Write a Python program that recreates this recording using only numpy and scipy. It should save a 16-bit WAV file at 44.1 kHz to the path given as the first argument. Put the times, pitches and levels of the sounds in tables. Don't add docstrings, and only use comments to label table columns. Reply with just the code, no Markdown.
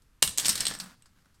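import sys
import numpy as np
from scipy import signal
from scipy.fft import rfft, irfft
from scipy.io import wavfile

SR = 44100
rng = np.random.default_rng(int(sys.argv[2]) if len(sys.argv) > 2 else 0)


def waveform_to_disk(signal):
    frames = np.transpose(np.atleast_2d(signal))
    scaled = np.clip(frames, -1, 1) * 32767
    samples = np.round(scaled).astype(np.int16)
    wavfile.write(sys.argv[1], SR, samples)


N = 61739

# start in seconds, crack level in dB, crack t60 in seconds, treble tilt in dB per octave,
# struck part's resonance in Hz, board level in dB, frame level in dB.
CONTACTS = [(0.2230, 1, 0.0091, 1.5, 2880, -17.5, -5), (0.2262, 10.5, 0.0074, 1.5, 3000, -1, 2),
            (0.23, -4.5, 0.011, 0.5, 5200, -23, -8), (0.2375, -13, 0.0038, 3, 7700, -35, -18),
            (0.2755, -6.5, 0.012, 2, 3000, -24.5, -7.5), (0.3756, -3, 0.0091, 4.5, 6440, -30, -7),
            (0.3829, 3.5, 0.0037, 3, 7100, -25.5, -8), (0.3886, -7, 0.044, -2, 6600, -15.5, -9),
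            (0.396, -3, 0.027, 1, 3400, -27, -10), (0.4469, -5, 0.024, -2, 3480, -25, -18),
            (0.4553, 0.5, 0.021, -4, 5370, -16, -15), (0.4602, -2.5, 0.024, 6.5, 4500, -32, -8),
            (0.465, -1.5, 0.014, 2, 5600, -36, -12), (0.4829, -2, 0.0041, -1.5, 5100, -16, -11),
            (0.4923, -4, 0.0067, 1, 7700, -22.5, -11), (0.494, 4.5, 0.028, 2, 5300, -18.5, -8),
            (0.503, -6, 0.046, -3.5, 5400, -33, -13), (0.5285, -11, 0.021, -3, 9300, -44, -17),
            (0.5542, -3.5, 0.022, 2.5, 4100, -23.5, -15), (0.5768, -9, 0.024, 3, 4200, -31, -13),
            (0.6050, -2, 0.0174, 1, 5400, -37, -8), (0.612, -14.5, 0.031, -9, 1770, -25, -11),
            (0.6534, -9, 0.015, -4.5, 4320, -21.5, -7), (0.6670, -2.5, 0.017, -1, 4360, -17.5, -2.5),
            (0.6823, -12, 0.02, -4, 3430, -38, -27), (0.7095, -20, 0.05, -1, 1750, -14, -15.5),
            (0.7505, -23, 0.01, 0, 5400, -23.5, -28), (0.7997, -8.5, 0.026, -0.5, 4830, -31, -14),
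            (1.0225, -39, .012, -5, 2850, -66, -41)]
# frequency in Hz, relative level in dB.
CRACK_COLOUR = [(300, -34), (1200, -16), (2200, -7.5), (2900, -5), (4200, -1), (6350, -3.5), (7500, -2),
                (9400, -1), (10600, -12.5), (12800, -9.5), (14500, -21.5), (16000, -25)]
BOARD_COLOUR = [(60, -4), (200, -3.5), (550, -0.5), (800, -2.5), (1200, 1), (1900, -5.5), (3000, -10.5),
                (8000, -36)]
BOARD_T60_SHARE, TILT_PIVOT_HZ = 0.65, 4970
# frequency in Hz, relative level in dB, t60 in seconds.
FRAME_MODES = [(1738, -7, 0.051), (2785, -4, .085), (2982, -1, 0.04), (3290, 2.5, .045), (3590, 1.5, 0.04),
               (4070, 2.5, 0.049), (4472, -1.5, .035), (5120, -1, 0.046), (5400, -1, 0.076),
               (7080, -0.5, 0.057), (7670, -1.5, .07), (9640, -7, 0.046)]
PART_DB, FOCUS_DB = 6, 13
PART_HALF_WIDTH_OCTAVES, MODE_SCATTER_DB, MODE_JITTER = .15, 3, 0.006

# start in seconds, level in dB, pitch in Hz.
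CLIP_JOLTS = [(0.2230, -7, 8300), (0.226, 1.5, 8350), (0.277, -7, 8550), (0.293, -10.5, 8050),
              (0.4557, -5.5, 8040), (0.483, 2, 8430), (0.4921, 3, 8100), (0.606, -2.5, 8080),
              (0.6535, -4.5, 8230), (0.6674, -6.5, 8150), (0.6819, -6, 8300), (0.703, -14, 8120),
              (0.739, -17.5, 8040), (0.7505, -17, 8250), (0.7890, -18, 7950), (0.841, -24.5, 8040),
              (1.0231, -33.5, 7930)]
# multiple of the pitch, relative level in dB, t60 in seconds.
CLIP_MODES = [(1, 1, 0.014), (1.036, -11.5, 0.03), (1.11, -11.5, 0.02), (1.47, -17.5, .02)]
CLIP_ROOM_DB = -6.5

# start in seconds, level in dB, favoured resonance in Hz.
HEAVY_BLOWS = [(0.225, -14, 159), (0.270, -15.5, 71.6), (0.488, -12, 208), (0.525, -17.5, 90),
               (0.706, -20.5, 207), (0.812, -20.5, 185)]
# frequency in Hz, relative level in dB.
COUNTER_MODES = [(33, -2), (72, -5), (95, -2.5), (160, -1), (186, -3), (208, -0.5)]
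COUNTER_T60_S = .18

# time in seconds, level in dB.
SKID_LEVELS = [(0.37, -56), (0.40, -46), (0.44, -40.5), (0.50, -38), (0.54, -45), (0.615, -37.5),
               (0.645, -43), (0.72, -42), (0.755, -45), (0.78, -86)]
CLOTH_LEVELS = [(0.76, -54), (0.83, -49.5), (0.89, -51), (0.945, -60.5), (0.965, -73.5), (1.14, -75),
                (1.19, -66), (1.235, -76), (1.26, -65), (1.30, -77)]
# start in seconds, level in dB, t60 in seconds, treble tilt in dB per octave.
FLICKS_AND_CLICK = [(0.02, -42, 0.019, 6), (1.057, -32, 0.031, 1.5), (1.194, -44.5, 0.084, 3.5),
                    (1.342, -40.5, 0.062, 3)]
# frequency in Hz, relative level in dB.
SCRAPE_COLOUR = [(40, -3.5), (240, 2.5), (400, -5.5), (1100, -5), (1750, 3), (2500, -4.5), (5000, 1),
                 (16000, -23)]
FLICK_CLICK_COLOUR = [(400, -5), (1400, 7.5), (2400, -5.5), (4000, -1), (4900, 6), (5800, -5.5), (7700, 0),
                      (16000, -26.5)]
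RUSTLE_COLOUR = [(40, -4), (110, -1), (190, 13), (380, -10.5), (800, -4), (1500, 1), (2400, -8),
                 (5000, -10.5), (16000, -21)]
HUM_COLOUR = [(25, -5), (80, -9), (150, -15), (250, -20), (700, -35), (1300, -29), (2200, -33.5),
              (13600, -41.5), (15000, -55.5)]

# band centre in Hz, level in dB, t60 in seconds.
ROOM_BANDS = [(100, 0.5, 0.56), (395.7, -12, 0.53), (1610, -9.5, 0.31), (4500, -12, 0.4),
              (9000, -7.5, 0.32), (14970, -2.5, 0.15)]
ROOM_GAP_S, ROOM_BUILD_S, EARLY_DB, EARLY_T60_S = 0.004, 0.0014, -10.5, 0.079
HUM_DB, TOP_HZ = -64, 15900


def hanger():
    out, board = np.zeros(N), response(BOARD_COLOUR)
    for start, crack_db, t60, tilt_db, part_hz, board_db, frame_db in CONTACTS:
        plastic = response(CRACK_COLOUR, tilt_db, part_hz, PART_DB)
        add(out, start, undb(crack_db) * burst(t60, plastic))
        add(out, start, undb(frame_db) * ring(struck_at(FRAME_MODES, part_hz)))
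        add(out, start, undb(board_db) * burst(t60 * BOARD_T60_SHARE, board))
    return out


def clips():
    out = np.zeros(N)
    for start, ping_db, hz in CLIP_JOLTS:
        modes = [(hz * ratio, db, t60) for ratio, db, t60 in CLIP_MODES]
        add(out, start, undb(ping_db) * ring(modes))
    return out


def counter():
    out = np.zeros(N)
    modes = [(hz, db, COUNTER_T60_S) for hz, db in COUNTER_MODES]
    for start, db, boom_hz in HEAVY_BLOWS:
        add(out, start, undb(db) * ring(struck_at(modes, boom_hz)))
    return out


def skid():
    sliding = np.arange(N) / SR < SKID_LEVELS[-1][0]
    return friction(SKID_LEVELS, SCRAPE_COLOUR, slips_per_s=5000, spread_db=2) * sliding


def flicks_and_click():
    out = np.zeros(N)
    for start, db, t60, tilt_db in FLICKS_AND_CLICK:
        add(out, start, undb(db) * burst(t60, response(FLICK_CLICK_COLOUR, tilt_db)))
    return out


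def rustle():
    return friction(CLOTH_LEVELS, RUSTLE_COLOUR, slips_per_s=4100, spread_db=3)


def room(sound):
    t, hz = np.arange(N) / SR, np.fft.rfftfreq(N, 1 / SR)
    onset = 1 - np.exp(-np.maximum(t - ROOM_GAP_S, 0) / ROOM_BUILD_S)
    noise_spectrum = rfft(rng.standard_normal(N))
    echoes = undb(EARLY_DB) * unit(rng.standard_normal(N) * onset * fade(EARLY_T60_S))
    for centre, db, t60 in ROOM_BANDS:
        band = on_log(hz, [(row[0], row[0] == centre) for row in ROOM_BANDS])
        echoes += undb(db) * irfft(noise_spectrum * band, N) * unit(onset * fade(t60))
    return through(sound, echoes)


def hum():
    return undb(HUM_DB) * through(rng.standard_normal(N), response(HUM_COLOUR))


def burst(t60, body, size=4096):
    envelope = unit(fade(t60, size) * np.sqrt(np.arange(size)))
    crackle = rng.standard_normal(size) * envelope
    for _ in range(2):
        spectrum = rfft(crackle)
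        whitened = unit(irfft(spectrum / (abs(spectrum) + 1e-12)))
        crackle = np.clip(whitened, -2 * envelope, 2 * envelope)
    return unit(through(unit(crackle), body))


def ring(modes, size=14000):
    t, out = np.arange(size) / SR, np.zeros(size)
    for hz, db, t60 in modes:
        scatter, detune, polarity = rng.standard_normal(3)
        gain = np.sign(polarity) * undb(db + MODE_SCATTER_DB * scatter)
        out += gain * fade(t60, size) * np.sin(2 * np.pi * hz * (1 + MODE_JITTER * detune) * t)
    return unit(out)


def struck_at(modes, centre_hz):
    return [(hz, db + FOCUS_DB * bell(hz, centre_hz), t60) for hz, db, t60 in modes]


def friction(levels, colour, slips_per_s, spread_db):
    slips = (rng.random(N) < slips_per_s / SR) * rng.standard_normal(N)
    slips *= undb(spread_db * np.minimum(rng.exponential(size=N), np.pi))
    times, db = np.array(levels).T
    gain = undb(np.interp(np.arange(N) / SR, times, db, left=-np.inf))
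    return through(unit(slips) * np.sqrt(N) * gain, response(colour))


def response(colour, tilt_db=0, peak_hz=1, peak_db=0, size=4096):
    hz = np.maximum(np.fft.rfftfreq(size, 1 / SR), 1)
    tilt = tilt_db * np.log2(np.maximum(hz, TILT_PIVOT_HZ / 2) / TILT_PIVOT_HZ)
    peak = peak_db * bell(hz, peak_hz)
    cepstrum = irfft(np.log(undb(on_log(hz, colour) + tilt + peak)))
    cepstrum[1:size // 2] *= 2
    cepstrum[size // 2 + 1:] = 0
    return unit(irfft(np.exp(rfft(cepstrum))))


def bell(hz, centre_hz):
    return 1 / (1 + (np.log2(hz / centre_hz) / PART_HALF_WIDTH_OCTAVES) ** 2)


def undb(db):
    return 10 ** (np.asarray(db) / 20)


def unit(x):
    return x / np.sqrt(np.sum(x ** 2) + 1e-18)


def fade(t60, size=N):
    return np.exp(-np.log(1000) * np.arange(size) / SR / max(t60, 1e-4))


def on_log(hz, points):
    frequencies, values = np.array(points, float).T
    return np.interp(np.log(np.maximum(hz, 1)), np.log(frequencies), values)


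def through(sound, impulse_response):
    return signal.fftconvolve(sound, impulse_response)[:N]


def add(out, start, sound):
    i = int(np.clip(start * SR, 0, N - 1))
    out[i:i + len(sound)] += sound[:N - i]


def scene():
    background = rustle() + hum()
    clatter, pings = hanger() + skid() + flicks_and_click(), clips()
    reflections = room(clatter + undb(CLIP_ROOM_DB) * pings)
    return (clatter + pings + reflections + counter() + background)[None]


def record(dry):
    return signal.sosfilt(signal.ellip(10, .2, 70, TOP_HZ, fs=SR, output="sos"), dry)


dry = scene()
out = record(dry)
waveform_to_disk(out)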